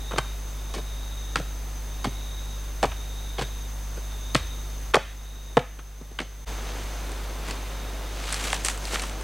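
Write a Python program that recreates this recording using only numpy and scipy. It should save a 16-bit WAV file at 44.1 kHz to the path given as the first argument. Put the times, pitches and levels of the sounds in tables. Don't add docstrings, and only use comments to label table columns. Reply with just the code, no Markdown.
import sys
import numpy as np
from scipy import signal
from scipy.fft import rfft, irfft, next_fast_len
from scipy.io import wavfile
from scipy.ndimage import uniform_filter1d, map_coordinates

SR = 44100
rng = np.random.default_rng(int(sys.argv[2]) if len(sys.argv) > 2 else 0)


def store_wav(level_fs):
    pcm = np.round(np.clip(np.atleast_2d(level_fs), -1, 1) * 32767)
    wavfile.write(sys.argv[1], SR, pcm.T.astype(np.int16))


N = 407043
SPOT_S = 6.46


def amp(db):
    return 10 ** (np.asarray(db) / 20)


def unit(x):
    return x / np.sqrt(np.mean(x ** 2) + 1e-20)


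def along(points, hz):
    f, v = np.transpose(points)
    return np.interp(np.log(hz + 1), np.log(f + 1), v)


def curve(points):
    s, v = np.transpose(points)
    return np.interp(np.arange(N) / SR, s, v)


def wobble(rate):
    knots = rng.standard_normal(int(N * rate / SR) + 4)
    return map_coordinates(knots, [np.arange(N) * rate / SR])


def filtered(x, response):
    n = x.shape[-1]
    m = next_fast_len(n + 8192)
    return irfft(rfft(x, m) * response(np.fft.rfftfreq(m, 1 / SR)), m)[..., :n]


def soft(f, hz):
    return hz * hz / (hz * hz - f * f + 1.4j * f * hz)


def modes(table, near_hz=None, reach=0.29):
    def favour(centre):
        if near_hz is None:
            return 1
        return 0.38 + np.exp(-.5 * (np.log(centre / near_hz) / reach) ** 2)

    def response(f):
        total = 0
        for k, (centre, width, db) in enumerate(table):
            ring = 1j * f * width / (centre * centre - f * f + 1j * f * width)
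            total = total + (-1) ** k * favour(centre) * amp(db) * ring
        return total
    return response


def gritty(n, spread_db):
    return rng.standard_normal(n) * amp(spread_db * np.minimum(rng.exponential(size=n), 6))


def cicadas():
    # (time of the peak [s], level [dB], time to gain the last 10 dB [s])
    song_swells = [(0.2, -49, .6), (1.36, -51, 1), (2.5, -50, .65), (3.52, -49.5, .75), (4.52, -49.5, 0.5),
                   (5.5, -52, .6), (6.66, -57, 0.5), (8.1, -55, 0.9)]
    fade_s, rest_db = .22, -61
    t = np.arange(N) / SR
    levels = []
    for s, db, grow in song_swells:
        drop = np.where(t < s, np.abs((s - t) / grow) ** 3, (t - s) / fade_s)
        levels.append(db - 10 * drop)
    db = np.maximum(np.max(levels, axis=0), rest_db)
    pitch_hz = 3731.0 + 6 * (db + 50.5) + 25 * wobble(6.5)
    rough = unit(filtered(rng.standard_normal((2, N)), lambda f: soft(f, hz=95.3)))
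    turn = 2 * np.pi * np.cumsum(pitch_hz) / SR
    return amp(db) * (rough[0] * np.cos(turn) + rough[1] * np.sin(turn))


def crickets():
    # (time [s], level [dB])
    chorus_level = [(0, -53), (6.8, -52.5), (7.3, -57), (9.23, -53)]
    wing = modes([(6256, 410, 0)])
    flutter = amp(1.47 * wobble(40))
    buzz = filtered(rng.standard_normal(N) * flutter, lambda f: wing(f) ** 2)
    return amp(curve(chorus_level)) * unit(buzz)


def forest():
    # (frequency [Hz], relative level per Hz [dB])
    wash_spectrum = [(25, 9), (60, 4), (120, -4.5), (300, -3), (1000, -6), (3000, -12.5), (5400, -15),
                     (8000, -16.5), (13000, -19.5), (16000, -19)]
    wash = filtered(rng.standard_normal(N), lambda f: amp(along(wash_spectrum, f)))
    return amp(-45.5 + 0.118 * wobble(2.01)) * unit(wash)


def camera():
    # (multiple of the clock [1], rms level [dB])
    hum_partials = [(1, -34.5), (2, -54), (3, -54), (5, -62)]
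    # (multiple of the clock [1], rms level [dB])
    whine_partials = [(193, -76), (194, -72), (195, -74), (257, -82), (258, -71), (259, -70), (260, -75)]
    # (frequency [Hz], relative level per Hz [dB])
    hiss_spectrum = [(25, -11), (200, -6), (1000, -12), (2200, -18), (6000, -16), (15000, -13.5),
                     (16000, -10)]
    clock_hz = 50
    t = np.arange(N) / SR
    hum = np.zeros(N)
    for k, db in hum_partials + whine_partials:
        phase = 2 * np.pi * (clock_hz * round(k) * t + rng.random())
        hum += np.sqrt(2) * amp(db) * np.sin(phase)
    hiss = unit(filtered(rng.standard_normal(N), lambda f: amp(along(hiss_spectrum, f))))
    return hum + amp(-51.5) * np.outer([1, -1], hiss)


def contacts(events, offset_db, spread_db, blow, bounce):
    # (frequency [Hz], width [Hz], gain [dB])
    earth_modes = [(126.1, 27.3, 1.5), (173, 64, 1.5), (310, 270, -2)]
    # (frequency [Hz], width [Hz], gain [dB])
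    knock_modes = [(420, 130, 0), (515, 130, 1), (630, 120, 0), (755, 110, 1), (900, 150, 0),
                   (1100, 170, 0), (1320, 200, -1)]
    # (frequency [Hz], width [Hz], gain [dB])
    clack_modes = [(1580, 260, 0), (1850, 260, 0), (2180, 300, -1), (2500, 320, -1), (3050, 480, 1),
                   (3700, 550, -1)]
    # (frequency [Hz], width [Hz], gain [dB])
    grit_modes = [(4370, 650, 0.5), (5680, 1140, 3), (6300, 2700, 1.5), (8684, 1840, 5.5),
                  (10700, 2800, -0.5)]
    out, t = np.zeros(N + SR), np.arange(SR // 5) / SR
    before, before_db = -1, 0
    for s, knock_db, thud_db, clack_db, grit_db, knock_hz, t60, grit_hz in events:
        # (resonances, level [dB], softness [Hz], pace of dying)
        groups = ((modes(knock_modes, knock_hz), knock_db, 2200, 1.1),
                  (modes(earth_modes), thud_db, 500, 1.3),
                  (modes(clack_modes, 2100, reach=0.34), clack_db, 5000, 1.1),
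                  (modes(grit_modes, grit_hz), grit_db, 12000, 1.2))
        fresh = s - before > .025 or knock_db > before_db + 6
        before, before_db = s, knock_db
        touch = blow * amp(0.266 * (knock_db + 14.0)) if fresh else bounce
        for body, db, soft_hz, pace in groups:
            decay = amp(-60 * pace * t / np.clip(t60, .004, .2))
            push = unit(gritty(len(t), spread_db)) * decay
            push *= 1 - np.exp(-t / 0.000594)
            push[:3] += touch
            ring = filtered(push, lambda f: body(f) * soft(f, soft_hz))
            loudest = np.sqrt(uniform_filter1d(ring ** 2, size=132).max())
            out[round(s * SR):][:len(t)] += amp(db + offset_db) * ring / loudest
    return out[:N]


def tamping():
    # (time [s], knock [dB], thud [dB], clack [dB], grit [dB], favoured knock [Hz], t60 [s])
    stick_blows = [(0.1095, -32, -36, -43.5, -45, 1400, .025), (0.1165, -30, -37, -37, -45, 1400, 0.05),
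                   (0.132, -26, -31, -39, -47, 522, 0.05),
                   (0.1589, -30.5, -29.5, -37.5, -44.5, 1210, 0.064),
                   (0.1758, -29, -29, -32, -38, 1040, .045), (0.1827, -17.5, -27, -20, -21.5, 1030, 0.032),
                   (0.7383, -31.5, -43.5, -36.5, -35.5, 885, 0.0343),
                   (0.7456, -35, -38, -39, -35, 540, 0.075), (0.7613, -35.5, -35, -38.5, -46, 400, 0.083),
                   (0.7785, -34, -33.5, -41, -43, 400, 0.094),
                   (1.3573, -17.5, -29.5, -19.5, -22, 1340, 0.0166),
                   (1.3671, -34, -37, -32, -33, 1020, .063), (1.3853, -45, -31.5, -42, -41, 400, .038),
                   (1.3976, -29, -29, -43.5, -42, 477, 0.023), (2.0432, -22.5, -40, -27.5, -29, 800, 0.047),
                   (2.0518, -30, -27, -30, -38.5, 670, .042), (2.0683, -44, -21.5, -38.5, -40, 400, 0.056),
                   (2.8288, -11.5, -32, -22.5, -22.5, 490, 0.016), (2.8348, -16, -21, -24, -29, 680, 0.035),
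                   (2.8416, -16.5, -24, -29, -38.5, 710, .032), (2.853, -46, -29, -33, -35, 740, .05),
                   (2.9155, -36, -46.5, -38.5, -49.5, 908, 0.057), (3.3826, -25, -33, -29, -39, 527, 0.091),
                   (3.3916, -32.5, -38.5, -36, -34.5, 556, .092),
                   (3.4108, -28, -27, -31, -34.5, 950, 0.038), (3.4194, -29.5, -31, -30, -33.5, 400, 0.073),
                   (3.9713, -37.5, -37.5, -47.5, -47, 400, 0.072),
                   (4.1189, -43, -47, -48.5, -47, 1000, .045), (4.3476, -18, -22, -19.5, -16, 400, 0.0245),
                   (4.3515, -15.5, -15.5, -15.5, -34.5, 980, 0.015),
                   (4.3597, -48, -41, -28, -28.5, 980, .11), (4.9374, -17, -33.5, -22, -34, 1400, 0.033),
                   (4.9432, -9, -28, -11, -20, 494, 0.026), (4.9536, -13.5, -28, -26.5, -21.5, 1100, 0.027),
                   (4.9652, -14.5, -23.5, -28, -34.5, 490, 0.0235),
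                   (5.5698, -7, -15, -19, -28.5, 440, 0.0164), (5.5744, -14, -22, -23, -36, 397, 0.0235),
                   (5.5901, -46, -39, -32, -42.5, 400, 0.053), (5.7887, -40, -43, -44.5, -53, 1000, 0.066),
                   (6.0125, -43.5, -38, -61, -53, 470, 0.044), (6.1125, -52, -42, -56, -55, 400, 0.036),
                   (6.1879, -30, -41, -23, -37, 980, 0.034), (6.2007, -29, -29, -29, -35.5, 517, .033),
                   (6.2131, -36, -34, -40, -41, 510, 0.084)]
    grit_hz = 5070
    rows = [(*row, grit_hz) for row in stick_blows]
    return contacts(rows, offset_db=-1.54, spread_db=3, blow=1.83, bounce=0.84)


def trees(x):
    # (frequency [Hz], t60 [s])
    echo_t60 = [(100, 0.13), (1000, 0.25), (2100, 0.58), (3500, 0.51), (10000, 0.37)]
    out, step = np.zeros(N + SR), SR // 4
    for a in range(0, N, step):
        hz, t, z = signal.stft(rng.standard_normal(SR // 2), SR, nperseg=256)
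        decay = amp(-60 * t / along(echo_t60, hz)[:, None])
        tail = signal.istft(z * decay, SR, nperseg=256)[1]
        wet = signal.fftconvolve(x[a:a + step], tail / np.linalg.norm(tail))
        out[a + 200:][:len(wet)] += wet
    return out[:N]


def shakes():
    # (time [s], frequency [Hz], level [dB], t60 [s])
    stand_sways = [(2.86, 76, -27, .33), (4.36, 56, -29, .3), (4.385, 77, -27, .4), (5.02, 76, -38, .3)]
    out, t = np.zeros(N + SR), np.arange(SR // 2) / SR
    for s, hz, db, t60 in stand_sways:
        envelope = amp(db - 60 * t / t60) * (1 - np.exp(-t / 0.0235))
        out[round(s * SR):][:len(t)] += envelope * np.sin(2 * np.pi * hz * t)
    return out[:N]


def stirring():
    # (time of the peak [s], time to swell by 10 dB [s], leaves [dB], crisp [dB], poles [dB])
    hand_sweeps = [(6.8, 0.17, -50, -58, -50), (7.2, 0.01, -52.5, -55, -51), (7.495, .05, -39.5, -51, -39),
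                   (8.3, 0.1149, -35, -42.5, -52), (8.365, 0, -36, -37, -40.5),
                   (8.44, 0.09, -31, -35.5, -38.5), (8.545, .02, -30, -36, -41),
                   (8.66, 0.0141, -31, -28, -40.5), (8.7, 0.02, -34, -32.5, -44.5),
                   (8.872, 0.06, -39, -41, -50.5), (8.945, .03, -29.5, -33, -34),
                   (9.034, 0.04, -36.5, -40, -39.5)]
    linger = 1.3
    settle_db, settle_s = 3.5, .6
    t = np.arange(N) / SR
    steady_db = np.array([[-48.5], [-61], [-42]])
    share = np.array([[1], [2], [0]])
    bed_db = steady_db + settle_db * np.exp(-np.abs(t - SPOT_S) / settle_s) * share
    power = amp(2 * bed_db)
    for s, swell, *peak_db in hand_sweeps:
        drop = np.maximum(s - t, (t - s) / linger) / swell
        power = power + amp(2 * (np.array(peak_db)[:, None] - 10 * drop))
    return 10 * np.log10(power)


def litter():
    leaves_db, crisp_db, poles_db = stirring()
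    stir = np.clip((leaves_db + 50) / 13, .15, 1)
    clump, crackle = stir * wobble(45), wobble(220)
    pole_body = modes([(179, 278, 0.0), (497, 761, 3.5), (1050, 1460, -1.0)])
    leaf_body = modes([(2020, 5540, 1.47), (4080, 5040, 3.2)])
    crisp_body = modes([(5800, 1280, -5.0), (7700, 2300, -1.5), (9700, 4600, -7.0)])
    pole_drag = gritty(N, spread_db=1.5) * amp(1.84 * clump)
    leaf_rub = gritty(N, spread_db=3.0) * amp(0.57 * clump + 2.61 * stir * crackle)
    crisp_rub = gritty(N, spread_db=3.5) * amp(1.0 * clump + 1.7 * stir * crackle)
    poles = amp(poles_db) * unit(filtered(pole_drag, pole_body))
    leaves = amp(leaves_db) * unit(filtered(leaf_rub, leaf_body))
    crisp = amp(crisp_db) * unit(filtered(crisp_rub, crisp_body))
    begun = np.clip((np.arange(N) / SR - SPOT_S) / 0.017, 0, 1)
    return begun * (poles + leaves + crisp)


def twigs(count=10):
    # (time [s], knock [dB], clack [dB], grit [dB], favoured knock [Hz], favoured grit [Hz])
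    loud_snaps = [(7.1175, -40, -42, -36, 400, 6420), (7.5095, -43.5, -31, -26.5, 400, 5560),
                  (8.2575, -41, -39, -37.5, 540, 4300), (8.3255, -42, -31, -19, 1400, 7800),
                  (8.3425, -36, -31, -21.5, 1040, 5810), (8.4818, -33, -39, -36, 1400, 5180),
                  (8.5295, -19, -17, -21, 757, 7700), (8.6485, -34, -25, -14.5, 400, 8300),
                  (8.6599, -40, -38, -26, 680, 7840), (8.6845, -26, -21, -15.5, 1400, 6510),
                  (8.7758, -40, -38.5, -32, 820, 7090), (8.8535, -40.5, -40, -24.5, 400, 4300),
                  (8.9315, -33, -31, -40.5, 510, 6240), (8.9575, -25.5, -20, -37, 1400, 6420),
                  (8.9955, -40.5, -28.5, -25, 1400, 4960), (9.0195, -37, -36, -28, 1400, 8300),
                  (9.0355, -31, -33, -36.5, 1230, 4300), (9.0955, -47, -34.5, -34, 1040, 6420),
                  (9.2105, -40, -38, -36.5, 400, 8190)]
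    tick_db, tick_spread_db = -37.5, 3
    thud_db, t60_s = -55.5, 0.023
    t = np.arange(N) / SR
    busy = np.cumsum(amp(stirring()[0]) * (np.arange(N) > SPOT_S * SR))
    luck = rng.random((count, 6))
    times = np.interp((np.arange(count) + luck[:, 0]) / count * busy[-1], busy, t)
    ticks = []
    for s, u in zip(times, luck):
        levels = tick_db + tick_spread_db * (2 * u[1:4] - 1)
        ticks.append((s, *levels, 400 + 1000 * u[4], 4300 + 4000 * u[5]))
    rows = [(s, knock, thud_db, clack, grit, knock_hz, t60_s, grit_hz)
            for s, knock, clack, grit, knock_hz, grit_hz in loud_snaps + ticks]
    return contacts(sorted(rows), offset_db=-2.4, spread_db=2.5, blow=7.2, bounce=2.1)


def scene():
    # (time [s], gain [dB])
    background_gain = [(0, 2), (4.91, 2), (4.93, -3.5), (5.55, -2.5), (5.58, -4.5), (6, -5.5), (6.447, -4),
                       (6.452, -27.5), (6.458, -14), (6.48, 3.5), (6.55, 2), (9.23, 1.5)]
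    dull_hz = 10600
    hits = tamping() + twigs()
    work = hits + amp(-14.0) * trees(hits) + litter()
    near = filtered(work, lambda f: soft(f, dull_hz))
    far = forest() + cicadas() + crickets()
    return near + shakes() + amp(curve(background_gain)) * (far + camera())


def record(dry):
    top_hz = 15900
    rounded = dry / (1 + np.abs(dry / .99) ** 8) ** (1 / 8)
    return filtered(rounded, lambda hz: hz < top_hz)


dry = scene()
out = record(dry)
store_wav(out)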